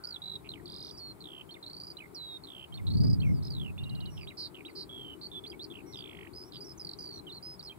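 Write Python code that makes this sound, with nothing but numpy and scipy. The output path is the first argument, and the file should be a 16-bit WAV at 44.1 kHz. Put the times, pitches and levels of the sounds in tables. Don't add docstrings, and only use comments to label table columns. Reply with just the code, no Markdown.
import sys
import numpy as np
from scipy import signal
from scipy.fft import rfft, irfft
from scipy.io import wavfile
from scipy.ndimage import uniform_filter1d

SR = 44100
rng = np.random.default_rng(int(sys.argv[2]) if len(sys.argv) > 2 else 0)


def wrap_up_sound(samples):
    columns = np.atleast_2d(samples).T
    tamed = np.clip(columns, -1, 1)
    steps = np.round(tamed * 32767).astype(np.int16)
    wavfile.write(sys.argv[1], SR, steps)


N = 343098
TIME = np.arange(N) / SR
BINS_HZ = np.maximum(np.arange(N // 2 + 1) * SR / N, 1)


def amp(db):
    return 10 ** (np.asarray(db) / 20)


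def at_hz(table, hz, column=1):
    rows = np.array(table)
    return np.interp(np.log(hz), np.log(rows[:, 0]), rows[:, column])


def noise(spectrum, channels=2):
    shaped = irfft(spectrum * rfft(rng.standard_normal((channels, N))), N)
    return shaped / shaped.std()


def random_gain(rate_hz, depth_db):
    return amp(depth_db * noise(1 / (1 + (BINS_HZ / rate_hz) ** 2), channels=1)[0])


# frequency in Hz, relative strength of the hiss in dB.
AIR_SPECTRUM = [(260, -35), (450, -6.5), (900, -4), (1300, -9), (1760, -17.5), (2300, -15.5), (2800, -23.5),
                (4200, -22), (6000, -32), (8200, -21.5), (15600, -24.5)]
# frequency in Hz, left minus right in dB, likeness from 0 to 1, right's lead in radians.
AIR_STEREO = [(580, 3.5, 0.46, 1.9), (950, 1.5, 0.76, 1.7), (2040, -0.5, 0.16, 1.09), (7840, 1.5, 0, 13.3)]


def air(level_db=-60):
    own, right = rfft(rng.standard_normal((2, N))) * amp(at_hz(AIR_SPECTRUM, BINS_HZ))
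    alike = np.clip(at_hz(AIR_STEREO, BINS_HZ, column=2), 0, 1)
    lag = np.exp(-1j * at_hz(AIR_STEREO, BINS_HZ, column=3))
    left = amp(at_hz(AIR_STEREO, BINS_HZ)) * (alike * lag * right + np.sqrt(1 - alike ** 2) * own)
    hiss = irfft(np.array([left, right]), N)
    return amp(level_db) * hiss / hiss[1].std()


# time in seconds, rumble level in dB, whoosh level in dB, both on the left.
BREEZE_LEVELS = [(0, -58, -58), (.65, -49, -49), (1.4, -56.5, -55), (4.2, -53, -54), (4.8, -53.5, -49),
                 (7.2, -52, -50.5), (7.78, -52, -55)]
# frequency in Hz, relative strength of the rumble in dB.
RUMBLE_SPECTRUM = [(25, -19), (60, 4), (180, 7.5), (300, -11), (1500, -93)]


def breeze(hollow_hz=343.5, width_hz=95):
    times, rumble_db, whoosh_db = np.transpose(BREEZE_LEVELS)
    hollow = 1 / (1 + ((BINS_HZ - hollow_hz) / width_hz) ** 4)
    rumble = noise(amp(at_hz(RUMBLE_SPECTRUM, BINS_HZ))) * amp(np.interp(TIME, times, rumble_db))
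    whoosh = noise(hollow) * amp(np.interp(TIME, times, whoosh_db)) * random_gain(8.6, 1.74)
    left, right = rumble * random_gain(5, 1.5) + whoosh
    return np.array([left, .095 * left + .36 * right])


def breathy_tone(hz=1420, width_hz=120, level_db=-60, end_s=.22):
    band = noise(1 / (1 + ((BINS_HZ - hz) / width_hz) ** 2))
    return amp(level_db) * np.clip(1 - TIME / end_s, 0, 1) ** .5 * band


# the overtone's frequency in Hz, its level against the note in dB.
LARK_OVERTONE = [(6200, -46), (10000, -21)]


def whistle(out, start, hz, level_db, overtone=LARK_OVERTONE):
    first = int(start * SR)
    size = min(len(hz), N - first)
    hz, age = hz[:size], np.arange(size)
    gain = amp(level_db[:size]) * np.clip(np.minimum(age, size - age) / (.00084 * SR), 0, 1)
    phase = 2 * np.pi * np.cumsum(hz) / SR + rng.uniform(0, 2 * np.pi)
    left_db = at_hz([(2200, -7.5), (4500, -4.5)], hz)
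    for side, lag_radians, side_db in ((0, 1.87, left_db), (1, .025, .097)):
        wave = np.sin(phase - lag_radians) + amp(at_hz(overtone, 2 * hz)) * np.sin(2 * phase - lag_radians)
        out[side, first:first + size] += gain * amp(side_db) * wave


def stroke(out, start, length, from_hz, to_hz, level_db, hook=0, curve=1, dim_db_per_semitone=0):
    attack_s, release_s, hook_s = min(.0025, length / 2), min(.0035, length / 2), .001 + .07 * length
    t = np.arange(1, max(int(length * SR), 9)) / SR
    slide_hz = from_hz * (to_hz / from_hz) ** ((t / length) ** curve)
    hz = slide_hz * 2 ** (hook * np.exp(-t / hook_s) / 12)
    edge = np.clip(np.minimum(t / attack_s, (length - t) / release_s), 1e-4, 1)
    fade_db = 20 * np.log10(np.sin(np.pi / 2 * edge))
    semitones_below_top = 12 * np.log2(hz.max() / hz)
    whistle(out, start, hz, level_db + fade_db - dim_db_per_semitone * semitones_below_top)


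def pitch_path(progress, first, middle, last):
    if first > 1.16 * last and first > middle > last:
        bend = 2 * np.log(np.log(first / middle) / np.log(middle / last)) + 1e-6
        return first * (last / first) ** (np.expm1(-bend * progress) / np.expm1(-bend))
    arc = np.polyfit([0, .5, 1], np.log([first, middle, last]), 2)
    return np.exp(np.polyval(arc, progress))


# start in seconds, end in seconds.
REPEAT_SPANS = [(1.2, 1.25), (1.48, 1.6), (4.16, 4.2), (4.64, 4.7)]
REPEAT_SHIFTS = [1.231, 1.232, .374, -0.378]


def with_repeats(rows):
    repeats = [(row, shift) for (start, end), shift in zip(REPEAT_SPANS, REPEAT_SHIFTS)
               for row in rows if start < row[0] < end]
    return [(row, 0) for row in rows] + repeats


# start and end in seconds, number of strokes, hurry (how early the middle comes, as a share
# of the trill), first, middle and last pitch in Hz, first and last level in dB, share of each beat that
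LARK_TRILLS = [ (.037, 0.059, 3, 0, 4610, 4570, 4650, -33.5, -31, 0.91, 2, -0.5, 0),
               (0.07, 0.179, 6, 0.015, 4960, 4460, 3450, -35, -34, 0.57, -1, -1.5, 0),
               (0.218, 0.373, 8, -0.00097, 3900, 3980, 3830, -34.5, -34.5, 0.67, -1, -1.5, -1.5),
               (.444, 0.478, 5, 0.0056, 2750, 2800, 2800, -45.5, -41, 0.87, 8, 9, 0),
               (0.49, 0.529, 3, 0, 4030, 4130, 3760, -33, -36, 0.54, 1, -1, -0.5),
               (0.536, .617, 4, 0.019, 2990, 2140, 1850, -39, -51.5, 0.42, -2.5, -2, 3),
               (0.656, .931, 13, 0.0039, 4520, 4950, 4880, -39, -36, .33, .5, .2, -2.5),
               (0.663, .915, 12, -0.0011, 3670, 3980, 3940, -44.5, -42.5, 0.64, -5, -6.5, 0),
               (1.205, 1.229, 3, 0, 4350, 4220, 4150, -41.5, -41, 0.8, .7, -.7, -1),
               (1.239, 1.424, 12, 0, 3750, 3200, 3100, -41, -41, .55, 2, .3, -2.5),
               (1.246, 1.43, 12, 0, 3300, 2850, 2750, -56, -43, .35, -4, -6, 0),
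               (1.627, 1.935, 9, -0.0034, 4080, 4680, 4870, -40, -35.5, 0.23, 1.8, .8, -1),
               (1.636, 1.944, 9, -0.004, 3890, 4590, 4820, -41, -42.5, 0.46, .7, .2, -3.5),
               (1.968, 2.072, 6, 0.0023, 3920, 2354, 2090, -38, -47.5, 0.65, 2, 0, 0),
               (2.867, 3.16, 9, -0.016, 4000, 4780, 4980, -37, -37, .23, 2.5, .8, -1.5),
               (2.876, 3.166, 9, -0.014, 3920, 4780, 4860, -39, -42, 0.46, 1, -.5, -4),
               (3.2, 3.322, 7, 0.032, 4150, 2350, 2110, -39, -48, 0.7, 2.5, -1.5, 0.5),
               (3.424, 3.498, 4, 0, 4130, 4020, 3930, -47, -44, 0.45, 5.5, 4, -0.5),
               (3.432, 3.486, 3, 0, 5040, 5020, 5050, -47, -40.5, .5, -1.5, -1.5, 1.5),
               (3.503, 3.712, 13, 0.016, 4790, 3470, 2550, -37, -44, 0.65, -0.5, 1, -1),
               (3.798, 4.12, 6, -0.0068, 2770, 2825, 2920, -48.5, -50, 0.66, -0.2, -1.2, 0.5),
               (3.832, 4.103, 5, -0.026, 3300, 3650, 3650, -46, -45, .09, 8, 9, 0),
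               (3.836, 4.107, 5, -0.026, 3830, 4000, 3980, -42, -41, .22, -1.5, -2.5, 2.5),
               (4.17, 4.252, 4, -0.0021, 3020, 2650, 2380, -43.5, -41, 0.27, -2, -5, 0.5),
               (4.177, 4.256, 4, -0.0077, 3030, 2650, 2250, -38, -47, .3, -5.5, -2, 2),
               (4.892, 5.148, 15, 0.0056, 3384, 3203, 2974, -41, -42, 0.82, 0, 0.5, -0.5),
               (5.212, 5.274, 6, 0.025, 4310, 4370, 4450, -42, -37.5, 1, 3.5, .5, -2),
               (5.315, 5.351, 4, 0, 3520, 3540, 3410, -41.5, -38.5, .8, 1.5, 1.5, 0.5),
               (5.701, 5.73, 3, 0, 3440, 3410, 3220, -43.5, -39.5, 0.77, 1, 3, 1),
               (5.735, 5.819, 5, 0, 3040, 2650, 2370, -44, -46.5, 0.65, 6, 5.5, 0),
               (5.925, 5.953, 3, 0, 4270, 3900, 3700, -42.5, -37, 0.72, 4, -1.5, -0.5),
               (5.956, 6.292, 18, 0.041, 3620, 3270, 2850, -34, -52, .45, .5, 4, -7),
               (6.051, 6.286, 12, 0.012, 2750, 2420, 2280, -45, -44, .52, 6.5, 9, 0),
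               (6.348, 6.444, 9, 0.0023, 5000, 5020, 5030, -43, -43.5, 0.87, -.5, -2, -1),
               (6.521, 6.577, 5, -0.024, 4080, 3580, 3750, -41, -36, .5, -9, -10, -1),
               (6.643, 6.725, 7, 0, 5500, 5140, 4930, -49.5, -42, 0.9, 2.5, 2.5, 0.5),
               (6.795, 6.84, 3, -0.0097, 5140, 4940, 4870, -39.5, -42.5, 0.85, 0.5, -1, 0),
               (6.847, 6.954, 5, -0.008, 4700, 4390, 4350, -32, -35, 0.37, -2, -5.5, 0),
               (6.987, 7.206, 13, -0.00056, 4890, 4554, 4110, -38, -40.5, 0.77, .5, 1, -1),
               (7.267, 7.389, 5, -0.025, 3060, 4180, 4210, -40.5, -43, 0.97, -2.5, -2, -0.5), ]
UNEVEN_DB, UNEVEN_SEMITONES = 1.56, .1


def lark_trills():
    out = np.zeros((2, N))
    for row, shift in with_repeats(LARK_TRILLS):
        start, end, count, hurry, *pitches, first_db, last_db, share, first_slide, last_slide, hook = row
        count = round(count)
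        beat = np.arange(count + 1) / count
        onsets = shift + start + (end - start) * (beat - 4 * hurry * beat * (1 - beat))
        pitch_luck, level_luck = rng.standard_normal((count, 2)).T
        centre_hz = pitch_path(np.linspace(0, 1, count), *pitches)
        centre_hz *= 2 ** (UNEVEN_SEMITONES * pitch_luck / 12)
        slides = np.linspace(first_slide, last_slide, count)
        levels = np.linspace(first_db, last_db, count) + UNEVEN_DB * level_luck
        for onset, gap, hz, slide, level_db in zip(onsets, np.diff(onsets), centre_hz, slides, levels):
            curve = .9 if slide < 0 else .6 if slide < 6 else 1.9
            half_slide = 2 ** (slide / 24)
            stroke(out, onset, share * gap, hz / half_slide, hz * half_slide, level_db,
                   hook, curve, dim_db_per_semitone=.35)
    return out


def grass_scatter(song, level_db=-12, die_away_s=.08):
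    t = TIME[:int(.2 * SR)]
    tail = rng.standard_normal((2, len(t))) * amp(-60 * t / die_away_s) * (t > .004)
    tail /= np.sqrt(np.sum(tail ** 2, axis=1, keepdims=True))
    return amp(level_db) * signal.fftconvolve(song, tail, axes=1)[:, :N]


def sizzle(song, relative_db=-26, above_hz=7000):
    loudness = uniform_filter1d(np.abs(song), size=200, axis=1)
    return amp(relative_db) * loudness * noise(BINS_HZ > above_hz)


# start and end in seconds, first and last pitch in Hz, peak level in dB.
FAR_BIRD_NOTES = [(.82, .93, 5770, 5470, -57), (0.923, 0.98, 4930, 4600, -50),
                  (4.69, 4.722, 4800, 4170, -58), (5.85, 5.963, 2240, 2000, -63),
                  (6.974, 7.063, 6000, 5800, -60), (3.246, 3.342, 5720, 5360, -65),
                  (3.339, 3.396, 5100, 4470, -55.5), (4.099, 4.205, 5770, 5200, -58.5),
                  (4.208, 4.255, 4960, 4570, -49.5), (5.863, 5.973, 5700, 5450, -57.5),
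                  (5.968, 6.014, 4990, 4460, -46.5), (6.434, 6.497, 5370, 5500, -58),
                  (6.537, 6.595, 4960, 4520, -46), (7.132, 7.19, 5870, 5680, -57)]


def far_bird(warble_hz=95, warble_depth=.07, warble_above_hz=5200):
    out = np.zeros((2, N))
    for start, end, first_hz, last_hz, peak_db in FAR_BIRD_NOTES:
        progress = np.linspace(.01, .99, int((end - start) * SR))
        depth = warble_depth * progress * (first_hz > warble_above_hz)
        warble = 1 + depth * np.sin(2 * np.pi * warble_hz * progress * (end - start))
        hz = (first_hz + (last_hz - first_hz) * progress) * warble
        swell_db = 6 * np.log10(np.sin(np.pi * progress))
        whistle(out, start, hz, peak_db + swell_db, overtone=[(1, -99)])
    return out


# start and length in seconds, the slide's first and last pitch in Hz, level in dB,
# and sometimes a hook in semitones.
LARK_NOTES = [ (0.975, 0.15, 4390, 4200, -42, 5), (1.491, .02, 3140, 3190, -44),
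              (1.507, .026, 4550, 4200, -44, -6), (1.541, 0.0087, 3700, 3500, -41),
              (1.549, 0.0095, 3400, 2100, -50), (1.562, 0.013, 2200, 2010, -48.5),
              (2.146, 0.23, 4050, 3700, -40, 6.5), (3.778, 0.0041, 2490, 2920, -40.5),
              (3.782, 0.017, 3560, 3610, -40), (4.649, 0.025, 3800, 3867, -40.5, -11),
              (4.679, 0.013, 3200, 2120, -46), (4.694, .011, 2150, 2000, -49),
              (5.349, 0.047, 3480, 3410, -37.5), (5.438, 0.018, 3540, 3360, -39.5),
              (5.449, .01, 3450, 2010, -49.5), (5.461, 0.024, 4300, 4700, -41, -9),
              (5.498, 0.0094, 4840, 4840, -37.5), (5.516, 0.012, 3350, 3120, -42.5),
              (5.526, 0.0091, 3100, 2100, -47), (5.536, 0.015, 2250, 2250, -46.5, -2),
              (5.594, .044, 3410, 4770, -39.5), (5.64, 0.013, 5190, 4100, -37.5),
              (6.333, 0.012, 4470, 4860, -48, -2), (6.605, 0.033, 4970, 4790, -41, -0.5),
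              (6.776, 0.013, 6800, 5700, -48.5), (7.425, 0.12, 5010, 5060, -42, -1),
              (7.593, 0.0096, 4500, 4800, -38, -0.5), (7.601, 0.013, 4580, 3610, -42.5),
              (7.626, 0.0055, 4400, 5200, -39), (7.635, 0.0096, 5600, 5550, -48.5, -2),
              (7.647, 0.023, 5100, 4870, -43.5), (7.67, 0.025, 4450, 3980, -40.5),
              (7.695, .023, 3210, 3167, -40), (7.719, 0.015, 2200, 2650, -49, 3.5), ]


def lark_notes():
    out = np.zeros((2, N))
    for (start, *note), shift in with_repeats(LARK_NOTES):
        stroke(out, start + shift, *note)
    return out


# time in seconds, level in dB.
GUST_LEVELS = [(2.699, -48), (2.898, -29.5), (3.05, -18), (3.15, -26.5), (3.33, -24), (3.45, -36.5),
               (3.63, -33), (3.75, -39.5), (3.92, -35), (4.3, -46)]
# frequency in Hz, relative strength of the gust in dB.
GUST_SPECTRUM = [(25, -25), (90, 3), (160, -0.5), (380, -22), (1000, -47.5), (2000, -96)]


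def gust():
    times, level_db = np.transpose(GUST_LEVELS)
    push, own = noise(amp(at_hz(GUST_SPECTRUM, BINS_HZ)))
    pressure = np.array([-.85 * push + .5 * own, push]) * random_gain(15, 1)
    return pressure * amp(np.interp(TIME, times, level_db, left=-99, right=-99))


def thump(at_s=3.045, level_db=-48, fade_s=.02, top_hz=600):
    burst = np.exp(-np.abs(TIME - at_s) / fade_s)
    return amp(level_db) * burst * noise(1 / (1 + (BINS_HZ / top_hz) ** 2))


# start and end in seconds, number of swings, first and last pitch in Hz, peak level in dB.
LARK_BUZZES = [(4.371, 4.479, 14.2, 4700, 4180, -34), (4.752, 4.844, 13., 4550, 4300, -37)]


def lark_buzzes(swing_semitones=2.2, skew=.8, slowing=.04, dip_db=4):
    out = np.zeros((2, N))
    for start, end, swings, first_hz, last_hz, peak_db in LARK_BUZZES:
        progress = np.linspace(.01, .99, int((end - start) * SR))
        arch = np.sin(np.pi * progress)
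        turn = 2 * np.pi * swings * (progress + slowing * arch) - np.pi / 2
        swing = np.sin(turn - skew * np.sin(turn))
        hz = (first_hz + (last_hz - first_hz) * progress) * 2 ** (swing_semitones * swing / 12)
        uneven_db = np.interp(progress, np.linspace(0, 1, 16), UNEVEN_DB * rng.standard_normal(16))
        swell_db = 9 * np.log10(arch)
        whistle(out, start, hz, peak_db + uneven_db + swell_db - dip_db * np.maximum(-swing, 0) ** 2)
    return out


def scene():
    song = lark_trills() + lark_notes() + lark_buzzes() + far_bird()
    song *= random_gain(rate_hz=350, depth_db=1.3)
    return song + grass_scatter(song) + sizzle(song) + air() + breeze() + gust() + thump() + breathy_tone()


def record(dry, cutoff_hz=15780):
    return signal.sosfilt(signal.ellip(12, .5, 60, cutoff_hz, fs=SR, output="sos"), dry)


dry = scene()
out = record(dry)
wrap_up_sound(out)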